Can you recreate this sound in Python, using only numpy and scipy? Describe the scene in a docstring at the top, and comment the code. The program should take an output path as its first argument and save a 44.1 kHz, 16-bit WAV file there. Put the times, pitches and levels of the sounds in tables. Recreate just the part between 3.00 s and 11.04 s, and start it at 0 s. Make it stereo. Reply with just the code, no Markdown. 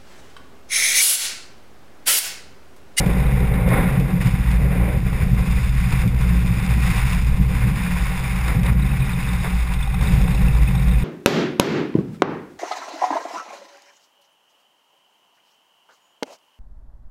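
"""Spray hisses and waves slam as a floatplane taxis fast over choppy water.
The floats throw a sheet at each wave; the wing booms and hums with the pounding and the wind.
Underneath, the engine drones and clatters at a steady speed; loose metal rattles near the end.
The water is heard through a camera case under the wing. Sample-and-hold adds a glassy fizz."""
import sys
import numpy as np
from scipy import signal
from scipy.fft import rfft, irfft
from scipy.io import wavfile
from scipy.ndimage import uniform_filter1d

SR = 44100
rng = np.random.default_rng(int(sys.argv[2]) if len(sys.argv) > 2 else 0)


def transcribe(signal):
    """Save signal, clipped to [-1, 1], as a 16-bit WAV file at the path in sys.argv[1]."""
    frames = np.atleast_2d(signal).T
    limited = np.clip(frames, -1, 1)
    pcm = np.round(limited * 32767).astype(np.int16)
    wavfile.write(sys.argv[1], SR, pcm)


N = 354563
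TIME_S, FREQ_HZ = np.arange(N) / SR, np.fft.rfftfreq(N, 1 / SR)
SHAFT_HZ, BLADES = 14.83, 3


def from_db(db):
    """Decibels to gain."""
    return 10 ** (np.asarray(db) / 20)


def unit_rms(x):
    """Scales to rms 1."""
    return x / np.sqrt(np.mean(x ** 2) + 1e-20)


def curves(rows):
    """Each column after time_s, interpolated to every sample."""
    time_s, *columns = np.transpose(rows)
    return [np.interp(TIME_S, time_s, column) for column in columns]


def swell(start_s, rise_s, hold_s, decay_s):
    """Linear rise, hold, exponential decay."""
    age_s = TIME_S - start_s
    return np.clip(age_s / rise_s, 0, 1) * np.exp(-np.maximum(age_s - rise_s - hold_s, 0) / decay_s)


def coloured(x, gain):
    """Filters x by a gain per bin; rms 1."""
    return unit_rms(irfft(rfft(x) * gain, N))


def noise(gain):
    """Filtered Gaussian noise, rms 1."""
    return coloured(rng.standard_normal(N), gain)


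def wander(hz):
    """Random drift up to about hz, rms 1."""
    return noise(FREQ_HZ / (FREQ_HZ + hz / 10) / (1 + (FREQ_HZ / hz) ** 4))


def resonances(modes):
    """Gain per bin of steep-skirted modes, summed in power."""
    peaks = (from_db(db) / (1 + ((FREQ_HZ - hz) / (0.74 * width_hz)) ** 2) for hz, width_hz, db in modes)
    return np.sqrt(sum(peak ** 2 for peak in peaks))


def drops(per_s, spread_db):
    """Random impacts, most small, a few large; rms 1."""
    size = from_db(spread_db * np.minimum(rng.exponential(1, N), 5))
    return unit_rms(size * rng.choice([-1, 1], N) * (rng.random(N) < per_s / SR))


# Case resonances and one notch: centre_hz, width_hz, lift_db
CASE_BANDS = [(338, 38, -6.5), (392, 52, 2), (501, 118, 5.5), (774, 74, 8.5), (1027, 250, 5.5),
              (1428, 72, 3.5), (2115, 460, 3.5), (2425, 120, 2.5), (3612, 424, 8), (4950, 260, 6)]
def through_case(spectrum):
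    """Gain per bin of a smooth spectrum heard through the camera case."""
    hz, db = np.transpose(spectrum)
    lift_db = sum(peak_db * np.exp2(-(2 * (FREQ_HZ - centre_hz) / width_hz) ** 2)
                  for centre_hz, width_hz, peak_db in CASE_BANDS)
    return from_db(np.interp(np.log(FREQ_HZ + 1), np.log(hz), db) + lift_db)


# Engine loudness: time_s, drone_db, clatter_db
ENGINE_LEVELS = [(0, -0.5, -45), (2, -4, -62), (4, -4.5, -68), (5.5, -5.5, -49), (6.8, -4, -43.5),
                 (7.3, 0, -42), (8.04, 2.5, -47)]
# Drone harmonics, the third from the blades: cycles_per_turn, level_db
SHAFT_ORDERS = [(1, -40), (2, -42), (3, -25.5), (4, -34), (9, -28.5), (12, -29)]
# Clatter resonances: centre_hz, width_hz, level_db
CLATTER_MODES = [(790, 37, 15), (1060, 270, 6), (2550, 260, 1), (3690, 350, 2), (5380, 120, -2.5)]
def engine(waver_db=1.25, uneven_db=1.3, sharpness=1.5):
    """Shaft harmonics drone; clatter beats three times a turn, one beat stronger."""
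    drone_db, clatter_db = curves(ENGINE_LEVELS)
    angle = 2 * np.pi * np.cumsum(SHAFT_HZ * (1 + 0.0011 * wander(hz=2.4))) / SR
    drone = np.zeros(N)
    for order, db in SHAFT_ORDERS:
        amplitude = np.sqrt(2) * from_db(db + waver_db * wander(hz=3.4))
        drone += amplitude * np.sin(order * angle + 2 * np.pi * rng.random())
    beats = np.exp(sharpness * np.cos(BLADES * angle) + np.cos(angle))
    force = rng.standard_normal(N) * beats * from_db(uneven_db * wander(hz=24.7))
    clatter = coloured(force, resonances(CLATTER_MODES))
    return from_db(drone_db) * drone + from_db(clatter_db) * clatter


# Loose metal: pitch_hz, typical_level_db
LOOSE_METAL = [(2520, -35.5), (3650, -39)]
def light_rattles(from_s=5.8, chance=0.35, spread_db=3, detune=0.026):
    """Engine beats shake loose parts at random; returns rows of start_s, pitch_hz, level_db."""
    beats_s = np.arange(0, N / SR, 1 / (BLADES * SHAFT_HZ))
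    rows = []
    for hz, db in LOOSE_METAL:
        shaken = (rng.random(len(beats_s)) < chance) & (beats_s > from_s)
        pitch, size = rng.standard_normal((2, len(beats_s)))
        rows += list(np.transpose([beats_s, hz * (1 + detune * pitch), db + spread_db * size])[shaken])
    return rows


# Loudest rattles: start_s, pitch_hz, level_db
LOUD_RATTLES = [(6.02, 2460, -25), (6.132, 3660, -32), (6.288, 3650, -30), (6.826, 3530, -27),
                (7.070, 3730, -28), (7.276, 2626, -29.5), (7.481, 2610, -27), (7.675, 2520, -23.5)]
def rattles(gain_db=-2, rise_s=0.0036, scatter=0.027):
    """Loose metal buzzes briefly at an unsteady pitch."""
    out = np.zeros(N)
    unsteady = 1 + scatter * wander(hz=500)
    for start_s, hz, db in list(LOUD_RATTLES) + light_rattles():
        active = (TIME_S >= start_s) & (TIME_S < start_s + 20 * rise_s)
        rises = (TIME_S[active] - start_s) / rise_s
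        ring = np.sin(2 * np.pi * np.cumsum(hz * unsteady[active]) / SR)
        out[active] += from_db(db + gain_db) * rises * np.exp(1 - rises) * ring
    return out


# Wing tone: time_s, pitch_hz, level_db
WING_HUM = [(0, 53.6, -26), (.22, 56.2, -19), (.45, 57.2, -16), (.65, 57.55, -31), (1.2, 58.45, -34),
            (1.36, 58.17, -20), (1.6, 56.05, -18.5), (1.9, 58.5, -22), (2.5, 57, -21.5), (3.75, 60, -22),
            (4.5, 59.5, -23), (5.1, 59, -26), (5.7, 59.24, -22.5), (6.3, 58.5, -31.5), (6.75, 57, -18),
            (6.96, 52, -34), (7.2, 54, -19.5), (7.6, 55.46, -17), (8.04, 57.52, -15.5)]
def wing_hum(waver_db=1, drift=0.0085):
    """Airflow keeps the wing swinging at one slowly moving pitch."""
    pitch_hz, level_db = curves(WING_HUM)
    cycles = np.cumsum(pitch_hz * (1 + drift * wander(hz=7.2))) / SR
    return from_db(level_db + waver_db * wander(hz=12)) * np.sqrt(2) * np.sin(2 * np.pi * cycles)


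# Wing bending: centre_hz, width_hz, level_db
WING_MODES = [(22, 20.12, -4), (46, 27, -2.5), (58.3, 8.6, 4.5), (75.6, 36.8, -12.5)]
# Struts and wing skin: centre_hz, width_hz, level_db
SKIN_MODES = [(115.2, 10.5, -1), (123.4, 8.8, 0), (134.7, 11, 1), (175.8, 11.8, -1), (187, 23, -6),
              (218, 113, -21.5)]
# Shaking by wind and chop: time_s, wing_db, skin_db
SHAKE_LEVELS = [(0, -23, -21), (.8, -16, -21), (1.15, -22, -22.5), (1.5, -20, -23.5), (2.6, -16, -24),
                (3.2, -17, -20.5), (3.8, -21.5, -22), (4.3, -12, -24), (4.7, -20, -20.5),
                (5.1, -18.5, -29.5), (5.45, -23, -25.5), (5.8, -18, -20.5), (6.4, -21, -28),
                (6.85, -19.5, -31.5), (7.05, -14, -19), (8.04, -21, -24)]
# Brief swells in the low drumming: start_s, level_db
DRUMMING_SWELLS = [(.05, -13.5), (.65, -14), (.76, -16), (.97, -14), (1.122, -15), (1.24, -14.5),
                   (1.78, -18.5), (2.03, -20.5), (2.31, -15.5), (3.04, -16.5), (3.28, -22), (3.48, -21),
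                   (3.7, -16.5), (3.9, -19), (4.371, -19.5), (4.63, -16), (5.55, -14), (5.68, -19),
                   (5.98, -22)]
def airframe(boom_gain_db=-5, damping=0.44):
    """Wind and chop make the wing boom; struts and skin drum, swelling briefly now and then."""
    wing_db, skin_db = curves(SHAKE_LEVELS)
    swell_power = sum((from_db(db) * swell(start_s, rise_s=0.022, hold_s=0, decay_s=0.043)) ** 2
                      for start_s, db in DRUMMING_SWELLS)
    drumming = np.sqrt(from_db(skin_db) ** 2 + swell_power)
    out = np.zeros(N)
    for modes, force in (WING_MODES, from_db(wing_db + boom_gain_db)), (SKIN_MODES, drumming):
        ring = noise(resonances(modes))
        power = abs(uniform_filter1d(ring ** 2, size=4000)) + 1e-3
        out += force * unit_rms(ring / power ** damping)  # wide swings are damped harder
    return out


# Jolts: centre_s, level_db, polarity (push +1, pull -1)
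WING_JOLTS = [(0.664, -4, 1), (0.979, -9, 1), (1.342, -5, -1), (1.628, -4, -1), (1.976, -4, 1),
              (2.234, -2, 1), (2.938, -9, -1), (4.414, -6, 1), (5.723, -4, -1), (7.184, -5, 1)]
def jolts(gain_db=-4, width_s=0.002):
    """Each jolt through the wing is one short, dull pressure swing."""
    out = np.zeros(N)
    for centre_s, db, polarity in WING_JOLTS:
        near = abs(TIME_S - centre_s) < 10 * width_s
        widths = (TIME_S[near] - centre_s) / width_s
        out[near] += polarity * from_db(db + gain_db) * (1 - widths ** 2) * np.exp(-widths ** 2 / 2)
    return out


# Churn under the floats: time_s, level_db
CHURN_LEVELS = [(0, -26), (.2, -32), (.6, -31), (.76, -23), (.88, -30), (1.2, -37), (1.47, -44.5),
                (1.6, -34), (1.88, -29), (2, -38.5), (2.45, -39), (2.75, -47.5), (3.08, -40.5),
                (4.25, -44.5), (4.62, -39), (4.8, -44), (5.4, -43.5), (5.55, -35.5), (5.9, -43.5),
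                (6.95, -46.5), (7.05, -36), (8.04, -39.5)]
# Churn spectrum: freq_hz, density_db
CHURN_SPECTRUM = [(120, 3), (270, 5.5), (350, 2), (500, 1.5), (700, -4), (1200, -13), (2200, -9),
                  (3200, -27.5), (6000, -46)]
def churn(gain_db=1, gulp_db=1.73):
    """Water pushed aside by the floats roars dully."""
    level_db, = curves(CHURN_LEVELS)
    envelope = from_db(gain_db + level_db + gulp_db * wander(hz=30.7))
    return envelope * noise(through_case(CHURN_SPECTRUM))


# Sheets landing: start_s, level_db
WATER_SMACKS = [(0.062, -25.5), (0.688, -24.5), (0.7324, -29), (0.999, -29), (1.272, -23), (1.515, -26),
                (2.9251, -23), (3.077, -27), (4.1235, -29), (5.2606, -31), (5.4801, -22), (5.6325, -24),
                (5.6624, -23.5), (6.3305, -26), (6.7381, -24), (7.0115, -29)]
# Smack and drop spectrum: freq_hz, density_db
IMPACT_SPECTRUM = [(200, -24), (900, -40), (2400, 24), (3200, 12.5), (5500, 7), (7000, 11)]
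def smacks(gain_db=-4, crack_s=0.0045, patter_s=0.0094, patter_db=-11):
    """A sheet of water lands with a crack and a short patter."""
    force = np.zeros(N)
    for start_s, db in WATER_SMACKS:
        after = TIME_S >= start_s
        age_s = TIME_S[after] - start_s
        decay = np.exp(-age_s / crack_s) + from_db(patter_db) * np.exp(-age_s / patter_s)
        force[after] += from_db(db + gain_db) * decay
    return force * noise(through_case(IMPACT_SPECTRUM))


def drop_ticks(mist_db):
    """Single large drops out of the mist tap the case."""
    return from_db(mist_db) * coloured(drops(per_s=18, spread_db=0.5), through_case(IMPACT_SPECTRUM))


# Bursting waves: start_s, rise_s, decay_s, level_db
BOW_SLAMS = [(.655, 0.096, 0.12, -26), (2.905, 0.024, 0.019, -30.5), (5.476, .008, .05, -28),
             (5.632, .035, .025, -35), (6.431, .018, 0.034, -25.5), (7.01, 0.0038, 0.11, -34)]
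# Slam spectrum: freq_hz, density_db
SLAM_SPECTRUM = [(150, -26), (330, 2), (700, 1), (1200, 2.5), (2200, 2), (2800, -44), (3500, -12),
                 (6000, -37)]
def slams():
    """Waves burst under the bow with a hollow whoosh."""
    force = sum(from_db(db) * swell(start_s, rise_s, 0, decay_s)
                for start_s, rise_s, decay_s, db in BOW_SLAMS)
    return force * noise(through_case(SLAM_SPECTRUM))


# Steady wash along the floats: time_s, spray_db, mist_db
FLOAT_WASH = [(0, -38.5, -54), (.6, -37, -60.5), (1.1, -39, -57.5), (2, -41, -57.5), (2.7, -38.5, -52.5),
              (3.1, -40.5, -56.5), (3.7, -35.5, -49), (4.45, -39.5, -54), (5.2, -41, -52.5),
              (5.7, -40.5, -58.5), (6.4, -36.5, -50.5), (6.95, -38, -57.5), (8.04, -38.5, -56)]
# One sheet per wave cut: start_s, length_s, spray_db, mist_db, growth_db
WAVE_SHEETS = [(0.01, .28, -40.5, -70, 10), (0.363, 0.11, -47, -64, 11), (0.657, .32, -35.5, -61, 0),
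               (1.198, 0.15, -35.5, -51.5, -10), (1.326, .21, -38, -57, 8), (1.68, 0.29, -39.5, -68, -5),
               (2.036, .19, -39, -60, 12), (2.325, 0.32, -38.5, -54.5, 3), (2.751, 0.27, -35, -51.5, 6),
               (3.189, .18, -37.5, -53, -6), (3.475, 0.24, -42, -63, 20), (3.809, 0.38, -32, -47.5, -1.5),
               (4.505, 0.21, -35, -54.5, -3.5), (4.736, .83, -33.5, -52, -0.5),
               (5.633, 0.066, -29.5, -54, -2), (5.766, 0.61, -38, -58, 2), (6.541, .19, -40.5, -58, -4),
               (7, 0.24, -38, -49, -4), (7.25, 0.75, -44, -56.5, -8)]
def thrown_water_db(rise_s=0.027, decay_s=0.018):
    """Spray and mist levels: the wash plus sheets that grow or fade through a wave, then collapse."""
    power = from_db(curves(FLOAT_WASH)) ** 2
    for start_s, length_s, spray_db, mist_db, growth_db in WAVE_SHEETS:
        progress = np.clip((TIME_S - start_s) / length_s, 0, 1)
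        sheet = swell(start_s, rise_s, length_s - rise_s, decay_s) * from_db(growth_db * (progress - 0.5))
        power += (from_db([[spray_db], [mist_db]]) * sheet) ** 2
    return 10 * np.log10(power)


def shower(level_db, spectrum, band_hz, grain, flicker_db):
    """Countless drops hiss, larger ones among them; level_db applies within band_hz."""
    water = unit_rms(rng.standard_normal(N) + grain * drops(per_s=1500, spread_db=3.5))
    gain = through_case(spectrum)
    in_band = (FREQ_HZ > band_hz[0]) & (FREQ_HZ < band_hz[1])
    band_share = np.sum(gain[in_band] ** 2) / np.sum(gain ** 2)
    return from_db(level_db + flicker_db * wander(hz=50)) * coloured(water, gain) / np.sqrt(band_share)


# Heavy spray and fine mist spectra: freq_hz, density_db
SPRAY_SPECTRUM = [(200, -10.5), (550, -9), (900, -0.5), (1700, 2), (2150, 2.5), (2550, 0), (3100, -10.5),
                  (4200, -21), (6500, -38)]
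MIST_SPECTRUM = [(400, -23), (1000, -13), (1800, -2), (2600, 14.5), (3100, 1), (4200, 1), (5500, 3),
                 (6500, -2)]
def spray(spray_db, mist_db, heavy_gain_db=-1.1, ragged_db=1):
    """Heavy spray and fine mist leave the floats in the same ragged sheets."""
    heavy = shower(spray_db, SPRAY_SPECTRUM, band_hz=(860, 2390), grain=0.4, flicker_db=0.98)
    mist = shower(mist_db, MIST_SPECTRUM, band_hz=(4470, 5170), grain=0.74, flicker_db=0.75)
    return (from_db(heavy_gain_db) * heavy + mist) * from_db(ragged_db * wander(hz=21.8))


def scene():
    """Water, airframe and engine at one microphone, on two identical channels."""
    spray_db, mist_db = thrown_water_db()
    water = spray(spray_db, mist_db) + churn() + slams() + smacks() + drop_ticks(mist_db)
    mono = water + airframe() + wing_hum() + jolts() + engine() + rattles()
    return np.array([mono, mono])


def record(dry, corner_hz=5680, hold_hz=12000, fizz_db=1, edge_hz=15270):
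    """Sample-and-hold mirrors the low-passed sound around hold_hz as fizz; the top is cut at edge_hz."""
    faded = dry * signal.windows.tukey(N, 0.001)
    band = irfft(rfft(faded) / np.sqrt(1 + (FREQ_HZ / corner_hz) ** 50), N)
    mirrored = band * (1 + 2 * from_db(fizz_db) * np.cos(2 * np.pi * hold_hz * TIME_S))
    held = irfft(rfft(mirrored) * np.sinc(FREQ_HZ / hold_hz), N)
    lowpass = signal.firwin(511, edge_hz, window=("kaiser", 9), fs=SR)
    return signal.oaconvolve(held, lowpass[None], "same")


dry = scene()
out = record(dry)
transcribe(out)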